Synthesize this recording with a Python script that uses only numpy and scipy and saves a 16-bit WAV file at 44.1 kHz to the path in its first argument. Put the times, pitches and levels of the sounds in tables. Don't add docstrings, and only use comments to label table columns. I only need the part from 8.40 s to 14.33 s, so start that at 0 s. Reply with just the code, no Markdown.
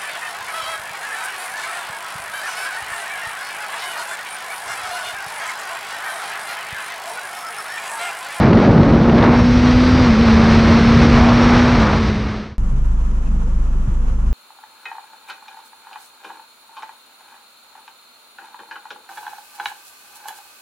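import sys
import numpy as np
from scipy import signal
from scipy.fft import rfft, irfft
from scipy.io import wavfile
from scipy.ndimage import uniform_filter1d, minimum_filter1d

SR = 44100
rng = np.random.default_rng(int(sys.argv[2]) if len(sys.argv) > 2 else 0)


def to_wav(s):
    ch = np.atleast_2d(s).T
    pcm = np.round(np.clip(ch, -1, 1) * 32767)
    wavfile.write(sys.argv[1], SR, pcm.astype(np.int16))


N = 261513
TIME = np.arange(N) / SR
CUT_S = 4.1815

# (frequency [Hz], density [dB])
VENT_COLOUR = [(60, 20), (120, 5.5), (280, 0.5), (500, 0), (740, -3.5), (880, 0), (1100, -0.5), (1400, -3),
               (1550, -9), (1700, -8), (1950, -13), (2400, -14.5), (3000, -16), (3600, -21.5), (4800, -25),
               (6300, -18.5), (7300, -20.5), (8200, -26.5), (10000, -27.5), (14000, -42)]
# (time [s], level [dB], pitch [Hz], decay [s])
CABIN_KNOCKS = [(4.211, -13, 98, 0.016), (4.314, -20, 126.4, 0.094), (4.516, -22, 127.6, 0.022),
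                (4.885, -27, 213, 0.055), (4.935, -27.5, 178.4, 0.035), (5.355, -21, 172, 0.011),
                (5.35, -26.5, 370, 0.0095), (5.475, -6, 108, 0.01), (5.478, -18, 68, 0.017),
                (5.48, -16.5, 179, 0.02)]
# (frequency [Hz], density [dB])
PANEL_COLOUR = [(20, -31), (78, 0.5), (120, -6), (200, 1), (245, -4), (300, -12.5), (350, -12), (420, -47),
                (800, -44)]
# (pitch [x firing rate], level [dB])
BOOM_PARTIALS = [(1, -16.5), (2, -19.5), (3, -39.5), (4, -39), (5, -40.5), (6, -44.5), (7, -40), (8, -51.5),
                 (9, -45.5), (14.5, -57.5), (19, -56.5)]

# (time [s], level [dB])
AIRFLOW_CURVE = [(0, -5), (1.0, -3.5), (1.45, -1.93), (2.05, -0.5), (2.7, -0.17), (3.35, -1.5), (3.7, -1.5),
                 (4.18, -2)]
# (time [s], turn [0-1])
HEAD_TURN = [(0, 1), (.48, 1), (.63, 0.78), (.9, 0.81), (.955, 0.45), (1.15, 0.04)]
# (time [s], spread [s], roar boost [dB], thump boost [dB], hollow ring [dB])
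GUST_CUES = [(.035, 0.039, 9, 1, -29), (.24, 0.026, 7.5, -6, -27), (.47, 0.06, 1.5, 4, -35.5),
             (.68, 0.031, 0, 1.5, -25), (.785, 0.015, 4.5, -1, -28), (.835, 0.023, 7.5, 4, -18.5),
             (.885, 0.019, 3, 0.5, -19.5), (.945, 0.018, 3, -1.5, -17.5), (.997, 0.011, 2.5, 3, -24),
             (1.27, 0.042, 1.5, 2, -31), (1.57, 0.037, 0, 2.5, -37), (1.82, 0.064, .5, -2, -31),
             (2.06, 0.047, 1.7, 1.5, -29), (2.3, 0.028, 1.5, 1.5, -26.5), (2.62, 0.22, 0, 2, -41),
             (2.78, 0.016, 2, -1, -32), (2.88, 0.062, -1, -1, -18.5), (3.02, 0.032, 2.2, -0.5, -23),
             (3.14, 0.041, 4, 1, -23), (3.3, 0.069, 2, 0, -24.5), (3.49, 0.06, 0.5, 0, -19)]
# (frequency [Hz], density [dB])
BUFFET_COLOUR = [(15, -28.5), (30, -7.5), (50, 1), (80, 2), (150, -2.5), (260, -9.5), (330, -10.5),
                 (400, -12.5), (700, -30), (1500, -62)]
# (frequency [Hz], density [dB])
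ROAR_COLOUR = [(150, -17), (300, -3), (480, 3.5), (620, 1), (820, 0.5), (1250, 1), (1650, -3), (2200, -4.5),
               (2800, -16), (4000, -21), (8000, -78)]
# (frequency [Hz], density [dB])
HISS_COLOUR = [(1200, -10), (2500, 1.5), (3200, -1.5), (4200, -0.5), (5000, -5), (5800, -6.5),
               (6400, -13.5), (7100, -22), (8500, -25), (10000, -38), (12000, -53), (15000, -70.5)]
# (frequency [Hz], density [dB])
SIDE_EDDY_COLOUR = [(50, -28), (95, -3), (170, 0.5), (240, -3.5), (370, -7), (450, -11), (550, -10),
                    (700, -15), (1400, -24.5), (2300, -43), (4000, -52.5)]
# (frequency [Hz], density [dB])
HOLLOW_COLOUR = [(550, -5), (850, -2.5), (1150, -6), (1600, -12.5), (2200, -17.5)]
# (frequency [Hz], density [dB])
CRACKLE_COLOUR = [(400, -6.5), (1200, 2), (2500, -6), (5500, -20.5), (7000, -41), (10000, -62.5)]
# (time [s], level [dB])
FLAP_CUES = [(.063, -22), (0.13, -13.5), (.172, -18), (0.246, -17), (.257, -24), (0.378, -18),
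             (.430, -15.5), (.535, -21), (0.695, -14.5), (.782, -14), (0.825, -11), (.937, -25)]
# (frequency [Hz], density [dB])
CRACK_COLOUR = [(400, -8), (1000, 4), (1900, 1.5), (2800, -4.5), (4500, -10), (6000, -23.5), (7000, -42),
                (10000, -59.5)]

# (centre [Hz], width [Hz], gain [dB])
CASING_MODES = [(4290, 130, -27.5), (4800, 220, -28.3), (5320, 140, -32), (5550, 120, -29.3),
                (6400, 80, -37)]
# (pitch [x firing rate], relative level [dB])
CONSTANT_MESHES = [(21.1, -5), (21.95, -3), (23.05, 0), (26.5, -3)]
# (start [s], end [s], starting firing rate [Hz], rise [Hz/s],
# starting level [dB], ending level [dB], mesh of the gear pair [x firing rate])
GEAR_PULLS = [(0, 1.62, 219.3, 21, -12, -13.5, 19.1), (1.89, 3.34, 223.4, 14.5, -12, -15, 18.7),
              (3.65, 3.8, 214.6, -12, -18, -17.5, 18.7)]
# (pitch [x firing rate], relative level [dB])
EXHAUST_HARMONICS = [(1, 0.8), (2, -19), (3, -28), (4, -41)]


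def undb(db):
    return 10 ** (np.asarray(db) / 20)


def unit(x):
    return x / np.sqrt(np.mean(x ** 2))


def curves(rows):
    times, *columns = np.transpose(rows)
    return [np.interp(TIME, times, column) for column in columns]


def colour(x, points):
    hz, db = np.transpose(points)
    f = np.maximum(np.fft.rfftfreq(N, 1 / SR), 1)
    octaves_outside = np.log2(np.maximum(f / hz[-1], 1)) + np.log2(np.maximum(hz[0] / f, 1))
    eq_db = np.interp(np.log(f), np.log(hz), db) - 24 * octaves_outside
    return unit(irfft(rfft(x) * undb(eq_db), N))


def noise():
    return rng.standard_normal(N)


def walk(rate_hz):
    f = np.fft.rfftfreq(N, 1 / SR)
    return unit(irfft(rfft(noise()) / (1 + (f / rate_hz) ** 4), N))


def swell(at, spread):
    return np.exp(-.5 * ((TIME - at) / spread) ** 2)


def vents(level_db=-35.5, flicker_db=1.5):
    return np.array([colour(noise(), VENT_COLOUR) * undb(level_db + flicker_db * walk(24))
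                     for _ in range(2)])


def squeak(at=4.872, spread_s=0.013, pitch_hz=2640, level_db=-51, scratch=0.03):
    hz = pitch_hz * (1 + scratch * walk(190))
    return undb(level_db) * swell(at, spread_s) * np.sin(2 * np.pi * np.cumsum(hz) / SR)


def knocks(attack_s=0.0026):
    out = np.zeros(N)
    for at, db, hz, decay in CABIN_KNOCKS:
        age = np.maximum(TIME - at, 0)
        envelope = (1 - np.exp(-age / attack_s)) * np.exp(-age / decay)
        out += undb(db) * envelope * np.sin(2 * np.pi * hz * age)
    return out


def car_idle(firing_hz=25.56, uneven_db=0.97, stumble_rad=0.16, lope_rad=0.16, hunt_db_per_s=0.6,
             panel_db=-35):
    firing = 2 * np.pi * firing_hz * (TIME - CUT_S) + np.pi
    phase = firing + lope_rad * np.sin(firing / 4)
    boom = 0
    for k, db in BOOM_PARTIALS:
        stumble = stumble_rad * k * walk(9.8)
        gain = undb(db + uneven_db * np.sqrt(k) * walk(4.3))
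        lead = np.pi / 8 * k * (k - 1)
        boom += gain * np.cos(k * phase + lead + stumble)
    panels = undb(panel_db) * colour(noise(), PANEL_COLOUR)
    hunting = undb(hunt_db_per_s * np.maximum(TIME - CUT_S, 0) * walk(9))
    return np.sqrt(2) * hunting * boom + panels


def crackle(per_s=60, level_db=-38, decay_s=0.0014):
    chance, size = rng.random((2, N))
    triggers = (chance < per_s / SR) * size ** 2
    bursts = signal.lfilter([1], [1, -np.exp(-1 / (decay_s * SR))], triggers)
    return undb(level_db) * colour(noise() * bursts, CRACKLE_COLOUR)


def flaps(attack_s=0.0012, decay_s=0.0038):
    envelope = np.zeros(N)
    for at, db in FLAP_CUES:
        age = np.maximum(TIME - at, 0)
        envelope += undb(db) * (1 - np.exp(-age / attack_s)) * np.exp(-age / decay_s)
    return envelope * colour(noise(), CRACK_COLOUR)


def gusts():
    return sum(np.outer([roar_db, thump_db, undb(ring_db)], swell(at, spread))
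               for at, spread, roar_db, thump_db, ring_db in GUST_CUES)


def wind(fast_flutter_db=0.6, slow_flutter_db=0.62, ripple_db=0.2, eddy_db=-10.5):
    air_db, = curves(AIRFLOW_CURVE)
    turned, = curves(HEAD_TURN)
    boost_db, thump_db, ring = gusts()
    buffet_db = -13 + 0.65 * air_db + thump_db - 3 * turned
    roar_db = -19 + 1.71 * air_db + boost_db - 1.2 * turned
    hiss_db = -28 + 0.98 * air_db + 0.55 * boost_db - 6.5 * turned
    flutter_db = fast_flutter_db * walk(89) + slow_flutter_db * walk(11)
    buffet = colour(noise(), BUFFET_COLOUR)
    eddies = colour(noise(), SIDE_EDDY_COLOUR)
    roar = colour(noise() * undb(flutter_db + ripple_db * buffet), ROAR_COLOUR)
    hollow = colour(noise() * undb(flutter_db), HOLLOW_COLOUR)
    sputter_db = turned * (0.92 * walk(45) + 1.6 * eddies)
    hiss = colour(noise() * undb(1.1 * flutter_db + sputter_db), HISS_COLOUR)
    torn_air = turned * (eddies * undb(eddy_db) + crackle())
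    rush = roar * undb(roar_db) + hollow * ring + hiss * undb(hiss_db)
    return buffet * undb(buffet_db) + rush + torn_air


def gear_whine(hz, waver_db=2.0):
    resonance = sum(undb(db) / (1 + (2 * (hz - centre) / width) ** 2)
                    for centre, width, db in CASING_MODES)
    return resonance * undb(waver_db * walk(25)) * np.sin(2 * np.pi * np.cumsum(hz) / SR)


def revs(sag_hz_per_s=290, flare_hz=15, reopen_share=0.53, flare_share=0.75):
    rows = []
    for start, end, hz, rise, db, end_db, mesh in GEAR_PULLS:
        if rows:
            last_end, last_hz, last_db, last_mesh = rows[-1]
            shift_s = start - last_end
            shut_s = reopen_share * shift_s
            rows.append((last_end + shut_s, last_hz - sag_hz_per_s * shut_s, last_db, last_mesh))
            rows.append((last_end + flare_share * shift_s, hz + flare_hz, db, mesh))
        rows += [(start, hz, db, mesh), (end, hz + rise * (end - start), end_db, mesh)]
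    return curves(rows)


def motorcycle(rough_db=1.07, wander=0.00064, muffler_hz=215, loss_db_per_hz=0.56,
               shield_db=-4, extra_whine_shield_db=-9):
    hz, db, mesh = revs()
    turned, = curves(HEAD_TURN)
    hz = hz * (1 + wander * walk(9.9))
    loss_db = loss_db_per_hz * np.maximum(muffler_hz - hz, 0)
    gain = np.sqrt(2) * undb(db - loss_db + shield_db * turned)
    phase = 2 * np.pi * np.cumsum(hz) / SR
    exhaust = sum(undb(harmonic_db + rough_db * walk(13)) * np.sin(k * phase)
                  for k, harmonic_db in EXHAUST_HARMONICS)
    gears = gear_whine(mesh * hz)
    gears += sum(undb(mesh_db) * gear_whine(k * hz) for k, mesh_db in CONSTANT_MESHES)
    return gain * (exhaust + gears * undb(extra_whine_shield_db * turned))


def scene(fade_s=0.84, tick_db=-22.5, tick_s=0.002):
    fade = np.clip((CUT_S - TIME) / fade_s, 0, 1)
    ride = wind() + flaps() + motorcycle()
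    tick = -undb(tick_db) * np.exp(-np.abs(TIME - CUT_S) / tick_s)
    cabin = tick + car_idle() + knocks() + squeak() + vents()
    return ride * fade + cabin * (TIME >= CUT_S)


def record(dry, ceiling=0.97, window_samples=161, top_hz=15000):
    safe_gain = np.minimum(1, ceiling / (np.abs(dry).max(axis=0) + 1e-9))
    gain = uniform_filter1d(minimum_filter1d(safe_gain, window_samples), window_samples)
    low_pass = signal.ellip(8, .2, 70, top_hz, fs=SR, output="sos")
    return signal.sosfilt(low_pass, dry * gain)


dry = scene()
out = record(dry)
to_wav(out)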